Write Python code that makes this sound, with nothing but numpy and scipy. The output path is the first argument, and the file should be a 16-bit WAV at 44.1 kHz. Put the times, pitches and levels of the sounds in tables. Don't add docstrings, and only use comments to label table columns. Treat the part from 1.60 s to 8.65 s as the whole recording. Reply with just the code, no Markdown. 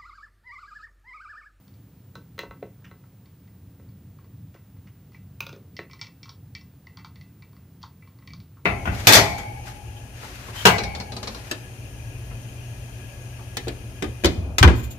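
import sys
import numpy as np
from scipy import signal
from scipy.fft import rfft, irfft
from scipy.io import wavfile

SR = 44100
rng = np.random.default_rng(int(sys.argv[2]) if len(sys.argv) > 2 else 0)


def undo_db(level):
    steps = np.asarray(level, float) / 20
    return 10 ** steps


def transcribe(signal):
    frames = np.atleast_2d(signal).T
    limited = np.clip(frames, -1, 1)
    pcm = np.round(limited * 32767).astype(np.int16)
    wavfile.write(sys.argv[1], SR, pcm)


N = 310905

# frequency [Hz], level [dB], decay time t60 [s].
HOUSING = [(930, -12.5, 0.058), (1074.6, -6, 0.097), (1197, -14, 0.027), (1327, -9, 0.015),
           (2010, -18, 0.23), (2017, 0, 0.11), (2307, 1, 0.082), (2678, -8.5, 0.37), (3325, -13, 0.12),
           (3710, -5.5, 0.032), (4140, -5.5, 0.024), (4456, 3.5, 0.032), (4760, -6, 0.035),
           (5140, -5.5, 0.017), (5438, -6, 0.043), (5690, -11.5, 0.042), (5490, -30, 0.02),
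           (7400, -36, 0.0067), (7600, -18, 0.013)]


def turning_and_twirling():
    # start [s], plate level [dB], bracket level [dB],
    # lean of the bracket to its low ring [dB], tick level [dB].
    turns = [(0.079, -60, -73, 3, -61), (0.139, -79, -75, -2, -61.5), (1.657, -60, -66.5, 2.5, -62.5),
             (1.875, -70, -70.5, 7.5, -68), (2.289, -65, -73, 1, -66), (2.586, -51, -79, -2, -71),
             (2.643, -57, -72, 7, -66), (2.96, -52, -65, 10.5, -78), (3.165, -61, -71.5, 5, -76),
             (3.269, -59, -67, 9, -67), (3.519, -59, -70, 5, -66), (3.545, -58, -51, 1, -67)]
    # [s, dB, dB, dB, dB].
    twirls = [(5.269, -48.5, -58, 11.5, -56), (5.371, -40.5, -57, 2, -44.5), (5.389, -43, -50.5, 2.5, -57),
              (5.446, -36.5, -53.5, -2.5, -44), (5.557, -55.5, -58, 6.5, -53.5),
              (5.611, -61, -60, 11.5, -53), (5.822, -49.5, -53, 1, -55.5), (5.93, -56, -79, -7, -64.5),
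              (5.965, -55, -69.5, 10, -63), (6.229, -42.5, -68, -2, -40.5), (6.237, -37.5, -59, 6, -51.5),
              (6.423, -54, -55.5, 3, -71), (6.474, -52.5, -64, 1, -60.5), (6.587, -60, -68, 8, -61.5),
              (6.623, -52, -64.5, 7.5, -72), (6.674, -50, -48.5, 0.5, -46), (6.704, -61, -49, -0.5, -56),
              (6.734, -45, -65.5, -16.5, -44), (6.801, -57.5, -65, -3, -52.5), (6.969, -45, -72, 2.5, -71)]
    return taps(turns + twirls, ring_db=0, crack_db=-4.5, rattle_db=-15, top_db=-45, bright_db=-10)


def snapping():
    # start [s], plate level [dB], bracket level [dB], lean to its low ring [dB], tick level [dB].
    snaps = [(4.166, -56, -45.5, 7, -38), (4.297, -48, -55, 1, -64), (4.311, -70, -48, 2, -48.5),
             (4.332, -41.5, -47.5, -3, -44.5), (4.392, -52, -52, 4, -51.5), (4.413, -37.5, -37, -0.5, -28),
             (4.444, -50, -54, 10, -54), (4.468, -47.5, -48, 0, -48), (4.63, -50, -45.5, 2, -39.5),
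             (4.656, -44, -69, 0, -51), (4.681, -46, -60, 2, -63), (4.692, -43, -58, -4, -38.5),
             (4.95, -47, -38, 2, -38), (5.011, -52.5, -66, 7, -51.5)]
    return taps(snaps, ring_db=-3.5, crack_db=-6, rattle_db=-31, top_db=-60, bright_db=2.5)


def taps(rows, **character):
    groups_hz = [800, 1700, 2170, 2500, 2750, 3500, 6500]
    s, plate, bracket, lean, tick = np.transpose(rows)
    low_ring = bracket + lean
    high_ring = bracket - lean
    partner = bracket + 0.92 * lean - 8.5
    base = bracket + 0.76 * lean
    upper = base + 0.98 * (tick - base) - 2
    hits = np.transpose([s, plate, low_ring, high_ring, partner, upper, tick])
    return struck(hits, HOUSING, groups_hz, **character)


def knocking():
    # start [s], thud level [dB], plate level [dB], ring level [dB], tick level [dB].
    knocks = [(0.5535, -43.5, -44, -49, -40), (0.779, -38.5, -48, -42, -43.5),
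              (0.79, -32, -38.5, -26.5, -28.5), (0.833, -33.5, -43, -46, -49),
              (0.909, -41, -43, -42.5, -52.5), (1.026, -27.5, -50, -42, -53), (1.222, -62, -67, -74, -75),
              (1.312, -43.5, -50, -46, -57), (1.438, -60, -62, -62.5, -71), (2.197, -47, -64, -62, -72),
              (2.948, -45, -59, -61, -70), (4.19, -30, -45, -27, -41.5)]
    # frequency [Hz], level [dB], decay time t60 [s].
    shell = [(194.7, -10.5, 0.16), (339, -4.5, 0.078), (422, 1.5, 0.052), (539, 7.5, 0.022),
             (740, -3, 0.018), (896, 1, 0.034), (944, -1, 0.068), (1102, 5.5, 0.039), (1314, 4, 0.054),
             (1510, 2, 0.059), (1845, 1, 0.019), (2024, -5, 0.089), (2420, -11.5, 0.027),
             (2689, -5.5, 0.24), (2870, -10, 0.13), (3060, 2, 0.036), (3330, -6.5, 0.21),
             (3580, -11, 0.035), (3990, -0.6, 0.037), (4220, -15.5, 0.08), (5140, -22, 0.012),
             (6260, -29, 0.01), (8750, -25, 0.024)]
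    groups_hz = [150, 800, 1700, 2500, 3500, 6500]
    s, thud, plate, middle, tick = np.transpose(knocks)
    upper = np.minimum(middle, tick) - 10
    hits = np.transpose([s, thud, plate, middle, upper, tick])
    return struck(hits, shell, groups_hz, ring_db=0.5, crack_db=-10.5, rattle_db=-18, top_db=-33, bright_db=2.5)


def dropped_driver():
    # start [s], strength of the blow [dB], handle thud [dB], tip clink [dB].
    bounces = [
        (3.805, -29, -33.5, -34),
        (3.866, -38, -37, -32),
        (3.892, -41.5, -37.5, -63),
        (3.928, -50, -31, -43),
        (3.962, -54, -35, -76),
    ]
    # frequency [Hz], level [dB], decay time t60 [s].
    driver = [(380, -9.5, 0.039), (550, -15, 0.075), (927, -9.5, 0.053), (1160, 8, 0.011),
              (1434, -1, 0.023), (2510, 9.5, 0.012), (2390, -11.5, 0.096), (2680, -22, 0.038),
              (3500, 5, 0.0092), (3770, -19.5, 0.035), (4200, -21, 0.0091), (5160, 5, 0.0078),
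              (6160, 3, 0.013), (6770, -23, 0.025)]
    groups_hz = [300, 800, 1700, 2900, 4900, 7000]
    s, blow, thud, clink = np.transpose(bounces)
    shaft = blow[0] + 1.53 * (blow - blow[0]) + 5.5
    hits = np.transpose([s, thud, blow, shaft, clink, blow - 9])
    return struck(hits, driver, groups_hz, ring_db=2.5, crack_db=-6, rattle_db=-23, top_db=-12, bright_db=2.5)


def struck(hits, modes, edges, ring_db, crack_db, rattle_db, top_db, bright_db):
    table = np.array(hits)
    at, group_db = (table[:, 0] * SR).astype(int), table[:, 1:]
    luck = rng.standard_normal((len(at), len(modes)))
    grit = rng.standard_normal((2, N))
    out, rattle = np.zeros(N), []
    for group, (low, high) in enumerate(zip(edges, edges[1:])):
        force = np.zeros(N)
        force[at] = undo_db(group_db[:, group])
        rattle.append(fading(force, 0.011) * grit[0])
        inside = [hz for hz, level_db, t60 in modes if low < hz < high]
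        low, high = 0.93 * min(inside), 1.07 * max(inside)
        burst = fading(force, 0.001) * grit[1] + undo_db(-17) * rattle[-1]
        out += undo_db(crack_db) * band(burst, low, high) * np.sqrt(SR / 2 / (high - low))
    for k, (hz, level_db, t60) in enumerate(modes):
        group = min(np.searchsorted(edges, hz), len(edges) - 1) - 1
        mode_db = level_db + ring_db + bright_db * (hz > 5000)
        force = rattle[group] * undo_db(rattle_db) / np.sqrt(t60 * SR)
        force[at] += undo_db(group_db[:, group] + 1.5 * luck[:, k])
        rise_t60 = min(14 / hz, t60 / 2)
        swing = ring(force, hz, t60) - ring(force, hz, rise_t60)
        out += (-1) ** k * undo_db(mode_db) * swing
    sharp = np.zeros(N)
    sharp[at] = undo_db(1.42 * (group_db[:, -1] + 31) + top_db)
    return out + band(fading(sharp, 0.00085) * grit[1], 14440, 22000)


def ring(force, hz, t60):
    r, w = undo_db(-60 / (t60 * SR)), 2 * np.pi * hz / SR
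    return signal.lfilter([0, np.sin(w)], [1, -2 * r * np.cos(w), r * r], force + 1e-18)


def fading(force, seconds):
    r = np.exp(-1 / (seconds * SR))
    return signal.lfilter([np.e * (1 - r)], [1, -2 * r, r * r], force + 1e-18)


def rubbing():
    # start [s], level [dB], length [s], brightness [dB].
    rubs = [
        (1.242, -37.5, 0.037, -5),
        (2.58, -55.5, 0.065, -30),
        (2.94, -48, 0.033, 1),
        (3.272, -43.5, 0.021, -3),
        (2.2, -65, 0.06, -12),
        (3.529, -53, 0.05, 4),
        (3.932, -47, 0.04, -7),
        (6.2146, -52.5, 0.039, 11),
    ]
    t, out = np.arange(N) / SR, np.zeros(N)
    slips = (rng.random(N) < 2500 / SR) * rng.standard_normal(N)
    body = rms_one(sum(undo_db(level_db) * ring(slips, hz, 2.2 * t60) for hz, level_db, t60 in HOUSING))
    dull = rms_one(band(slips, 1000, 3000))
    bright = rms_one(band(slips, 3000, 5800))
    for s, level_db, length, bright_db in rubs:
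        along = np.clip((t - s) / max(length, 0.005), 0, 30)
        stroke = np.sqrt(along) * np.exp(-2.5 * along)
        out += undo_db(level_db - 8) * stroke * (0.05 * body + 1.77 * dull + undo_db(bright_db) * bright)
    return out


def bump():
    # frequency [Hz], level [dB], length [s].
    jolt = (52, -45, .06)
    hz, level_db, length = jolt
    along = np.clip((np.arange(N) / SR - 0.875) / length, 0, 1)
    return undo_db(level_db) * np.sin(np.pi * along) ** 2 * np.sin(2 * np.pi * hz * along * length)


def room(x, wet_db):
    # frequency [Hz], decay time t60 [s].
    room_t60 = [(300, 0.17), (2000, 0.18), (6000, 0.14), (14000, 0.15)]
    t, tail = np.arange(SR // 2) / SR, 0
    edges = 150 * 2 ** np.arange(0, 7.0)
    for low, high in zip(edges, np.minimum(2 * edges, 17000)):
        decay = undo_db(-60 * (t / at_hz(room_t60, 1.74 * low)) ** 1.5)
        tail = tail + band(rng.standard_normal(len(t)), low, high) * decay
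    tail = tail * np.clip(t / 0.00098, 0, 1)
    return undo_db(wet_db) * signal.fftconvolve(x, tail / np.sqrt(np.sum(tail ** 2)))[:N]


def rumble():
    # frequency [Hz], density [dB per Hz].
    rumble_colour = [(15, -65), (25, -29), (43, -21), (64, -7), (97, 3.5), (194, -4.5), (226, -13),
                     (287, -11.5), (316, -18.5), (418, -23), (454, -23), (515, -27), (700, -41.5),
                     (910, -59), (1540, -120)]
    # centre [s], rise [dB], half width [s].
    swells = [(0.68, 1, .2), (1.3, 1, 0.13), (2.04, 3, 0.085), (2.39, 7, 0.15), (2.81, 7.5, 0.087),
              (3.2, 5, 0.1), (3.75, 4, 0.27), (4.95, 4.5, 0.17), (5.58, 2.5, 0.17), (6.161, 2.5, 0.1),
              (6.77, 7.5, 0.1)]
    # centre [s], rise [dB], half width [s].
    upper_swells = [
        (0.585, 13.5, 0.033),
        (0.96, 7, 0.15),
        (2.2, 2.5, 0.17),
        (2.6, 3.5, .12),
        (3.98, 7, 0.1),
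        (4.2, 3.5, 0.25),
    ]
    whole = coloured(rumble_colour)
    deep = signal.sosfiltfilt(signal.butter(3, 265, fs=SR, output="sos"), whole)
    return swelling(-50, swells) * rms_one(deep) + swelling(-65, upper_swells) * rms_one(whole - deep)


def swelling(rest_db, rows):
    t = np.arange(N) / SR
    return undo_db(rest_db + sum(rise_db * np.exp(-((t - s) / width) ** 2) for s, rise_db, width in rows))


def hiss():
    # frequency [Hz], density [dB].
    hiss_colour = [(290, -36), (500, 0), (800, -0.5), (1600, -6), (4000, -12.5), (10000, -25), (13500, -26),
                   (14000, -24), (14400, -9), (15720, -19), (15800, -68)]
    return undo_db(-68.5) * coloured(hiss_colour)


def whines():
    whine_hz = [11177, 15078]
    # line level [dB], skirt level [dB], skirt width [Hz].
    whine_levels = [
        (-82.5, -91, 40),
        (-69, -76.5, 280),
    ]
    t, out = np.arange(N) / SR, 0
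    for hz, (line_db, skirt_db, width) in zip(whine_hz, whine_levels):
        wander = np.cumsum(rng.standard_normal(N)) * np.sqrt(2 * np.pi * 1.1 / SR)
        line = np.sqrt(2) * np.sin(2 * np.pi * hz * t + wander)
        skirt = signal.lfilter(*signal.iirpeak(hz, hz / width, fs=SR), rng.standard_normal(N))
        out = out + undo_db(line_db) * line + undo_db(skirt_db) * rms_one(skirt)
    return signal.sosfilt(signal.ellip(10, 0.5, 60, 15750, fs=SR, output="sos"), out)


def coloured(points):
    hz = np.maximum(np.fft.rfftfreq(N, 1 / SR), 1)
    return rms_one(irfft(rfft(rng.standard_normal(N)) * undo_db(at_hz(points, hz)), N))


def at_hz(points, hz):
    return np.interp(np.log(hz), np.log(np.array(points)[:, 0]), np.array(points)[:, 1])


def rms_one(x):
    return x / np.sqrt(np.mean(x ** 2) + 1e-20)


def band(x, low_hz, high_hz):
    return signal.sosfilt(signal.butter(3, [low_hz, high_hz], "band", fs=SR, output="sos"), x + 1e-18)


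def scene():
    near = turning_and_twirling() + snapping() + knocking() + dropped_driver() + rubbing()
    mono = near + room(near, wet_db=-8.5) + bump() + rumble() + hiss() + whines()
    return np.array([mono, mono])


def low_pass(x):
    return signal.sosfilt(signal.butter(12, 16660, fs=SR, output="sos"), x)


def record(dry):
    white = rng.standard_normal((2, N))
    rising = band(signal.lfilter([1, -0.3], [1], white), 370, 14000)
    noise = signal.sosfilt(signal.ellip(10, 0.5, 60, 15200, fs=SR, output="sos"), rising)
    top_cut = signal.cheby2(10, 50, 16700, fs=SR, output="sos")
    mix = signal.sosfilt(top_cut, dry + undo_db(-67.5) * noise)
    return low_pass(mix)


dry = scene()
out = record(dry)
transcribe(out)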